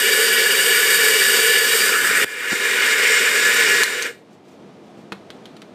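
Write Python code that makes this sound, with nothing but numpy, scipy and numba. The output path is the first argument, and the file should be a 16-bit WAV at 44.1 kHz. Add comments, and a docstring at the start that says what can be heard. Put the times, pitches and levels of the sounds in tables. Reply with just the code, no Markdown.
"""An electric coffee grinder runs into a steel bowl: bean cracks, shaped by chamber and housing resonances.
The microphone swings away, the counter's reflection sweeping its colour, and is laid down with a bump.
The bump, a short thud and a 20 kHz diaphragm ring, makes the gain control duck and recover.
A switch snaps (filtered noise and ringing parts) and ducks it again, and the grinder runs down.
A few clicks and faint brushes of a hand follow over the kitchen's rumble of noise and steady tones."""
import sys
import numpy as np
from scipy import signal
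from scipy.fft import rfft, irfft, next_fast_len
from scipy.io import wavfile
from scipy.ndimage import uniform_filter1d, map_coordinates
from numba import njit

SR = 44100
rng = np.random.default_rng(int(sys.argv[2]) if len(sys.argv) > 2 else 0)


def unload_audio(sound):
    """Save the sound as a 16-bit wav file, at the path given as the first command line argument."""
    columns = np.transpose(np.atleast_2d(sound))
    # keep every value between -1 and 1, then stretch to whole-number steps
    steps = np.round(np.clip(columns, -1, 1) * 32767)
    wavfile.write(sys.argv[1], SR, steps.astype(np.int16))


N = 253134
T = np.arange(N) / SR  # time, s
SIZE = next_fast_len(N + SR)  # transform length, samples
FREQ = np.maximum(np.arange(SIZE // 2 + 1) * SR / SIZE, 1)  # bin frequencies, Hz

# where the microphone is: [t/s, place: 0 facing the bowl, 1 swung away, 2 lying]
MIC_PLACE = [(1.66, 0), (1.97, 0.85), (2.24, 1), (2.53, 1.76)]


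def undb(db):
    """Decibels to gain."""
    return 10 ** (np.asarray(db) / 20)


def unit(x):
    """Scale to rms 1."""
    return x / np.sqrt(np.mean(x ** 2))


def curves(rows):
    """Each column of a (t/s, ..) table as one value a sample."""
    s, *columns = np.transpose(rows)
    return [np.interp(T, s, column) for column in columns]


def colour(points):
    """(f/Hz, level/dB) points joined on a log-frequency axis, as gain a bin."""
    hz, db = np.transpose(points)
    return undb(np.interp(np.log(FREQ), np.log(hz), db))


def shaped(x, gain):
    """Causal (minimum-phase) filter with the given gain a bin."""
    cepstrum = irfft(np.log(gain + 1e-7), SIZE)
    cepstrum[1:SIZE // 2] *= 2  # fold onto positive time
    cepstrum[SIZE // 2 + 1:] = 0
    return irfft(rfft(x, SIZE) * np.exp(rfft(cepstrum)), SIZE)[:N]


def above(hz, order=2):
    """Gain a bin of a high-pass."""
    return 1 / np.sqrt(1 + (hz / FREQ) ** (2 * order))


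def walk(rate):
    """Random levels held 1 / rate s and slewed twice; spread near 1."""
    k = int(SR / rate)
    steps = np.repeat(rng.standard_normal(N // k + 1), k)
    return 1.3 * uniform_filter1d(uniform_filter1d(steps, k), k)[:N]


def fade(start, decay_s):
    """A sudden onset that dies away exponentially."""
    return (T >= start) * np.exp(-np.maximum(T - start, 0) / decay_s)


def bell(centre, half):
    """A smooth swell and sinking back, half lengths in s."""
    return np.exp(-.5 * ((T - centre) / half) ** 2)


def fractures(per_s=16000, scatter_db=2.0, feed_db=0.59, feed_rate=110):
    """Countless tiny cracks of beans between the burrs; the uneven feed varies their strength."""
    sizes = undb(scatter_db * np.minimum(rng.exponential(size=N), 5))  # many small cracks, few large
    cracks = (rng.random(N) < per_s / SR) * rng.choice([-1, 1], N) * sizes
    return cracks * undb(feed_db * walk(feed_rate))


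def reflected(x, echo_db=-14, echo_decay_s=0.027):
    """Counter, bowl and machine add a short cloud of close reflections."""
    t = T[:SR // 8]
    cloud = rng.standard_normal(len(t)) * np.exp(-t / echo_decay_s)
    echo = unit(signal.fftconvolve(x, cloud)[:N])
    return x + undb(echo_db) * echo * np.std(x)


def run_down(coast_db_per_s, tail_db, off_s=3.84, stop_s=4.064, stop_decay_s=0.025, room_decay_s=0.053):
    """Level holds under power, slopes steadily as the burrs coast, then stops quickly with a room tail."""
    coast = undb(-coast_db_per_s * (np.clip(T, off_s, stop_s) - off_s))
    tail = undb(tail_db)
    last_cracks = (1 - tail) * fade(stop_s, stop_decay_s)
    return coast * ((T < stop_s) + last_cracks + tail * fade(stop_s, room_decay_s))


def grinder(drone_edge_hz=750, hiss_edge_hz=3900, low_hz=270):
    """Cracks ring chamber (drone) and housing (rattle) and spray powder (hiss), in a mix set by place."""
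    # resonances of chamber, housing and bowl:
    # [f/Hz, width/Hz, boost/dB facing, boost/dB swung away, boost/dB lying]
    rings = np.array([(396, 23, 16, 8, 10), (450, 23, 16, 8, 4), (488, 17, 8, 0, 4), (529, 20, 13, 3, 0),
                      (740, 31, 10, 1, 3), (990, 70, 5, 4, 4), (1232, 51, 4, 6, 4), (1408, 18, 10, 6, 14),
                      (1475, 55, 14, 10, 10), (1571, 46, 2, 8, 8), (1631, 34, 0, 3, 9),
                      (1716, 25, 21, 16, 15), (1776, 35, 12, 4, 0), (1835, 36, 7, 9, 9),
                      (1913, 17, 15, 10, 13), (2018, 20, 10, 0, 0), (2131, 31, 0, 10, 13),
                      (2193, 19, 11, 6, 4), (2236, 28, 7, 3, 7), (2310, 36, 14, 8, 1), (2383, 74, 4, 10, 8),
                      (2849, 72, 10, 8, 8), (2902, 64, 12, 6, 0), (2993, 44, 7, 3, 6), (3118, 62, 5, 3, 0),
                      (3472, 94, 5, 4, 3), (3702, 93, 8, 5, 8), (3808, 35, 12, 8, 4), (4543, 118, 13, 5, 0),
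                      (4718, 97, 15, 7, 1), (4979, 147, 10, 4, 0), (5580, 278, 6, 1, 4),
                      (6982, 49, 9, 4, 0), (7139, 89, 4, 7, 11), (7909, 50, 4, 7, 0), (8150, 247, 3, 5, 6),
                      (8483, 120, 6, 5, 3), (12050, 160, 2, 1, 5), (13005, 190, 6, 2, 2)])
    # broad colour of the crunch under them: [f/Hz, level/dB facing, level/dB swung away, level/dB lying]
    crunch = np.array([(280, -13, -8, -10), (335, -20, -10, -16), (450, -8, -3, -1), (700, -24, -16, -20),
                       (1000, -15, -11, -12), (1340, -11, -2, -10), (1800, -8, -2, -2), (2600, -8, -5, -5),
                       (3300, -7, -10, -8), (4100, -16, -12, -11), (4700, -15, -10, -10),
                       (6300, -14, -11, -14), (8700, -6, -8, -12), (9600, -15, -14, -21),
                       (13000, -12, -13, -21), (15000, -16, -15, -24)])
    # drone, rattle and hiss before the slow level changes: [level/dB facing, level/dB swung away,
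    # level/dB lying, fall while the burrs coast/dB per s (negative rises), room tail/dB]
    voices = [(-28, -32, -28.5, -3, -3), (-16.5, -18, -15.5, 22.5, -15), (-20, -24, -24.5, 30.5, -18)]
    # slow rise and fall of each voice's level: [t/s, drone/dB, rattle/dB, hiss/dB]
    voice_levels = [(0, 2, -1.5, -0.5), (0.38, 0.3, -1, -0.3), (0.72, 0.5, 0, 1), (0.97, -1.5, 0, 1.5),
                    (1.1, 1, -0.5, 0.8), (1.5, 0.5, 0.4, 2), (1.62, -2, -2.2, -1.6), (1.76, 2, 0.1, 3),
                    (2.02, -0.5, 0, 1), (2.23, 2.5, 1.5, 1), (2.29, 1.5, 0.5, -1.5), (2.47, 0.5, 0.7, -0.5),
                    (2.52, 0.5, 2, 3.5), (2.68, 0.5, 0, 1.5), (2.82, 1, 2, 2.5), (3.08, 0, 0.5, 2),
                    (3.26, 0, 0.1, 1.5), (3.55, 0.5, 0.3, 2.5), (3.81, 2, -0.2, 2.5), (3.87, 0, 0, 1)]
    place, = curves(MIC_PLACE)
    cracks = fractures()
    peaks = 1 / (1 + (2 * (FREQ - rings[:, :1]) / rings[:, 1:2]) ** 2)
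    upper, top = above(drone_edge_hz, order=6) ** 2, above(hiss_edge_hz, order=12) ** 2
    bands = [1 - upper, upper - top, top]
    envelopes = [run_down(coast, tail_db) * undb(level_db)
                 for (*_, coast, tail_db), level_db in zip(voices, curves(voice_levels))]
    out = 0
    for k in range(3):  # the three places
        resonance = np.sqrt(1 + (undb(rings[:, 2 + k]) ** 2 - 1) @ peaks)
        gain = resonance * colour(crunch[:, [0, 1 + k]]) * above(low_hz, order=3)
        heard = rfft(shaped(reflected(cracks), gain), SIZE)
        share = np.maximum(1 - np.abs(place.clip(0, 2) - k), 0)  # one place blends into the next
        for band, envelope, voice_db in zip(bands, envelopes, voices):
            voice = unit(irfft(heard * band, SIZE)[:N])
            out = out + share * envelope * undb(voice_db[k]) * voice
    return out


def wandering(x, flicker_db=0.98, flicker_rate=35, waver_s=0.00029, waver_rate=8):
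    """A sway in time bends the pitch of the resonances, and five octave bands flutter independently."""
    x = map_coordinates(x, [(T + waver_s * walk(waver_rate)) * SR], order=5, mode="mirror")
    spectrum, octave = rfft(x, SIZE), np.log2(FREQ / FREQ[-1])
    out = x
    for k in range(1, 6):  # octaves below the top bin
        band = irfft(spectrum * np.maximum(1 - np.abs(octave + k), 0), SIZE)[:N]
        out = out + band * (undb(flicker_db * walk(flicker_rate)) - 1)
    return out


def swung(x, counter_db=-14, far_s=0.00104, near_s=0.000395):
    """As the microphone swings down, the counter's reflection arrives ever sooner and sweeps the colour."""
    place, = curves(MIC_PLACE)
    lag = np.interp(T, [MIC_PLACE[0][0], MIC_PLACE[2][0]], [far_s, near_s])
    share = undb(counter_db) * np.maximum(1 - np.abs(place - 1), 0)  # strongest when swung away
    return (x + share * np.interp(T - lag, T, x)) / np.sqrt(1 + share ** 2)


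def band_boosts(x):
    """Chosen narrow bands are boosted briefly, some as the microphone swings, others as random fluctuation."""
    # boosted bands: [t/s, half length/s, f/Hz, width/Hz, boost/dB]
    boosts = [(0.1, .025, 1739, 70, 5.5), (0.2, .025, 440, 45, 3.5), (0.72, .03, 1700, 60, 4),
              (1.08, 0.036, 465, 60, 8), (1.275, .016, 1700, 70, 6.5), (1.51, .03, 443, 60, 6),
              (1.73, 0.035, 3860, 160, 6.5), (1.75, 0.018, 450, 45, 4.5), (1.957, 0.018, 1350, 351, 5.5),
              (2.0, 0.035, 345, 35, 4), (2.1, 0.072, 7600, 300, 4), (2.2, .03, 1905, 50, 6.5),
              (2.24, .03, 3520, 250, 10), (3.088, 0.054, 2150, 140, 7), (3.11, 0.017, 434, 50, 10),
              (3.14, 0.036, 5500, 300, 6.5), (3.15, 0.021, 7500, 1200, 5), (3.8, 0.052, 395, 29.8, 4.5)]
    out = x
    for s, half, hz, width_hz, boost_db in boosts:
        band = signal.lfilter(*signal.iirpeak(hz, hz / width_hz, fs=SR), x)
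        out = out + band * (undb(boost_db) - 1) * bell(s, half)
    return out


def kitchen(flutter_db=1, waver_db=3):
    """Machines rumble and hum in the room: coloured noise under steady tones of wavering strength."""
    # colour of the rumble: [f/Hz, level/dB per Hz]
    rumble_colour = [(18, -66), (30, -27.5), (119, -11), (195, -2), (415, -5), (472, -5), (552, -11),
                     (612, -7.5), (815, -13), (1110, -18), (1270, -20), (1560, -23), (3500, -28),
                     (8690, -41.5), (15000, -56)]
    # mean level of the rumble, which also carries the hum: [t/s, level/dB]
    rumble_level = [(4.2, -45.5), (4.31, -43.5), (4.41, -47.5), (4.5, -44.5), (4.88, -44), (5.05, -42.5),
                    (5.5, -43), (5.62, -41.5)]
    # tones of the kitchen's machines: [f/Hz, mean level/dB re rumble]
    tones = [(100, -25.5), (148, -17), (205, -17), (258, -23.5), (344, -12.5), (748, -25), (1260, -23),
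             (2379, -33.5)]
    db, = curves(rumble_level)
    noise = unit(shaped(rng.standard_normal(N), colour(rumble_colour)))
    rumble = noise * undb(flutter_db * walk(10))
    hum = 0
    for hz, tone_db in tones:
        strength = np.sqrt(2) * undb(tone_db + waver_db * walk(1.52))
        hum = hum + strength * np.sin(2 * np.pi * hz * T + walk(18))  # the phase wanders too
    return undb(db) * (rumble + hum)


def rubs(grain_db=3, grain_rate=260):
    """The microphone's case drags on hand and counter in small jerks: a rough, low scuffle."""
    # rubs of the case: [t/s, level/dB, half length/s]
    drags = [(2.138, -40, .08), (2.253, -29, .008), (2.525, -26, .005), (3.68, -43, 0.056)]
    # colour of the scuffle: [f/Hz, level/dB]
    rub_colour = [(70, -23), (170, -0.5), (320, -2.5), (800, -6), (3000, -24), (15000, -35)]
    scuffle = unit(shaped(rng.standard_normal(N), colour(rub_colour)))
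    swell = sum(undb(db) * bell(s, half) for s, db, half in drags)
    return scuffle * swell * undb(grain_db * walk(grain_rate))


def bumps(diaphragm_hz=20000, diaphragm_s=.0006):
    """A short, dead thud of the case; a hard bump also rings the diaphragm strongly near 20 kHz."""
    # bumps of the microphone's case: [t/s, thud level/dB, thud f/Hz, half length/s, diaphragm ring level/dB]
    knocks = [(2.2468, -5, 380, 0.0011, 16.5), (2.521, -14, 230, 0.0012, -27),
              (2.528, -21, 760, 0.0013, -30), (2.531, -9.5, 290, 0.0014, -30),
              (3.8345, -14, 1070, 0.0011, 6)]

    def burst(s, db, hz, half):
        return undb(db) * bell(s, half) * np.sin(2 * np.pi * hz * (T - s))

    out = 0
    for s, db, hz, half, ring_db in knocks:
        out = out + burst(s, db, hz, half) + burst(s, ring_db, diaphragm_hz, diaphragm_s)
    return out


def ring(modes, blows):
    """Blows (t/s, level/dB) ring the modes (f/Hz, level/dB, t60/s) of an object."""
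    t = T[:SR // 2]
    response = sum(undb(db - 60 * t / t60) * np.sin(2 * np.pi * hz * t) for hz, db, t60 in modes)
    hits = np.zeros(N)
    for s, db in blows:
        hits[int(s * SR)] += undb(db)
    return signal.fftconvolve(hits, response)[:N]


def clicks(tail_decay_s=0.049, contact_s=0.00038, case_trim_db=-6, wall_s=0.0062, wall_db=-11):
    """A short crack, the ring of part and case, a slap from the wall and the kitchen's brief reverberation."""
    # clicks of switch and handled parts: [t/s, level/dB, lower edge/Hz, decay/s, room tail/dB re click,
    # part pitch ratio, case ring/dB re click before the trim, part ring/dB re click]
    snaps = [(3.834, 2, 6460, 0.0017, -20.5, 0.88, -41, -24),
             (4.0235, -14.5, 5460, 0.0026, -19.5, 2, -28, -5),
             (5.1211, -24, 300, 0.0036, -17.5, 0.81, -2, -11.5),
             (5.3034, -30, 1500, 0.002, -19, 1.04, -21, -7),
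             (5.4558, -32, 2700, 0.0017, -21, 1.02, -21, -8), (5.566, -44, 3020, .004, -16, .96, -16, -10),
             (5.6187, -31.5, 2000, 0.0019, -25, 0.95, -14, -12)]
    # colour of the crack: [f/Hz, level/dB]
    click_colour = [(200, 0.5), (650, 6), (950, 3), (1350, 9), (2500, -3.5), (4200, -0.5), (4900, -10),
                    (6500, -14), (9500, -19), (15000, -29)]
    # what the case rings with: [f/Hz, level/dB, t60/s]
    case = [(197, -2, 0.37), (343, 2, 0.14), (452, -2, 0.17), (1290, 7, 0.035), (1500, -2, 0.06),
            (2160, -8, 0.11), (2500, -3, 0.058), (4240, -2, 0.028)]
    # what the small clicking parts ring with, before the pitch ratio: [f/Hz, level/dB, t60/s]
    parts = np.array([(3100, 1, .035), (3215, -12, 0.15), (3260, -11, .12), (3490, -9, .05),
                      (3700, -5, .035), (4100, -10, .055), (4400, -12, 0.027), (6000, -15, .03)])
    noise = shaped(rng.standard_normal(N), colour(click_colour))
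    out = ring(case, [(s, db + case_db + case_trim_db) for s, db, *_, case_db, _ in snaps])
    for s, db, edge_hz, decay_s, tail_db, pitch, _, part_db in snaps:
        high_pass = signal.butter(2, edge_hz, "high", fs=SR, output="sos")
        crack = unit(signal.sosfilt(high_pass, noise))
        slap = undb(wall_db) * fade(s + wall_s, decay_s)
        tail = undb(tail_db) * fade(s, tail_decay_s)
        contact = 1 - fade(s, contact_s)  # softens the onset
        envelope = contact * (fade(s, decay_s) + slap + tail)
        out = out + undb(db) * crack * envelope
        out = out + ring(parts * [pitch, 1, 1], [(s, db + part_db)])
    return out


def brushes(grain_db=2):
    """Skin slides over the case with a faint, grainy hiss."""
    # soft brushes of a hand: [t/s, level/dB, half length/s]
    strokes = [(4.335, -60, .02), (4.508, -58.5, .04), (4.87, -64, .03), (5.0, -61.5, 0.027)]
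    skin = colour([(500, -0.5), (3000, 0), (7000, -2), (10000, -12), (15000, -15)])
    hiss = unit(shaped(rng.standard_normal(N), skin))
    swell = sum(undb(db) * bell(s, half) for s, db, half in strokes)
    return hiss * swell * undb(grain_db * walk(170))


def scene():
    """Everything reaches one microphone, the same on both channels."""
    grind = band_boosts(swung(wandering(grinder())))
    mono = grind + kitchen() + rubs() + bumps() + clicks() + brushes()
    return np.tile(mono, (2, 1))


@njit
def held_peak(x, fall):
    """Follows peaks at once and lets go slowly."""
    out, e = np.empty(len(x)), 0.
    for i in range(len(x)):
        e = max(abs(x[i]), e * fall)
        out[i] = e
    return out


def record(dry, ceiling=0.55, recover_s=0.31, bass_hz=90, top_hz=15200):
    """Gain control ducks at once under hard knocks and recovers slowly; deepest bass and top are cut."""
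    # the gain control senses the diaphragm ring, which the top cut then removes
    loudness = np.sqrt(np.abs(uniform_filter1d(dry[0] ** 2, size=64)))
    excess_db = 20 * np.log10(np.maximum(loudness / ceiling, 1))
    duck_db = held_peak(excess_db, float(np.exp(-1 / (recover_s * SR))))
    bass_cut = signal.butter(3, bass_hz, "high", fs=SR, output="sos")
    thinned = signal.sosfilt(bass_cut, dry * undb(-duck_db))
    return signal.sosfilt(signal.ellip(10, .2, 80, top_hz, fs=SR, output="sos"), thinned)


dry = scene()
out = record(dry)
unload_audio(out)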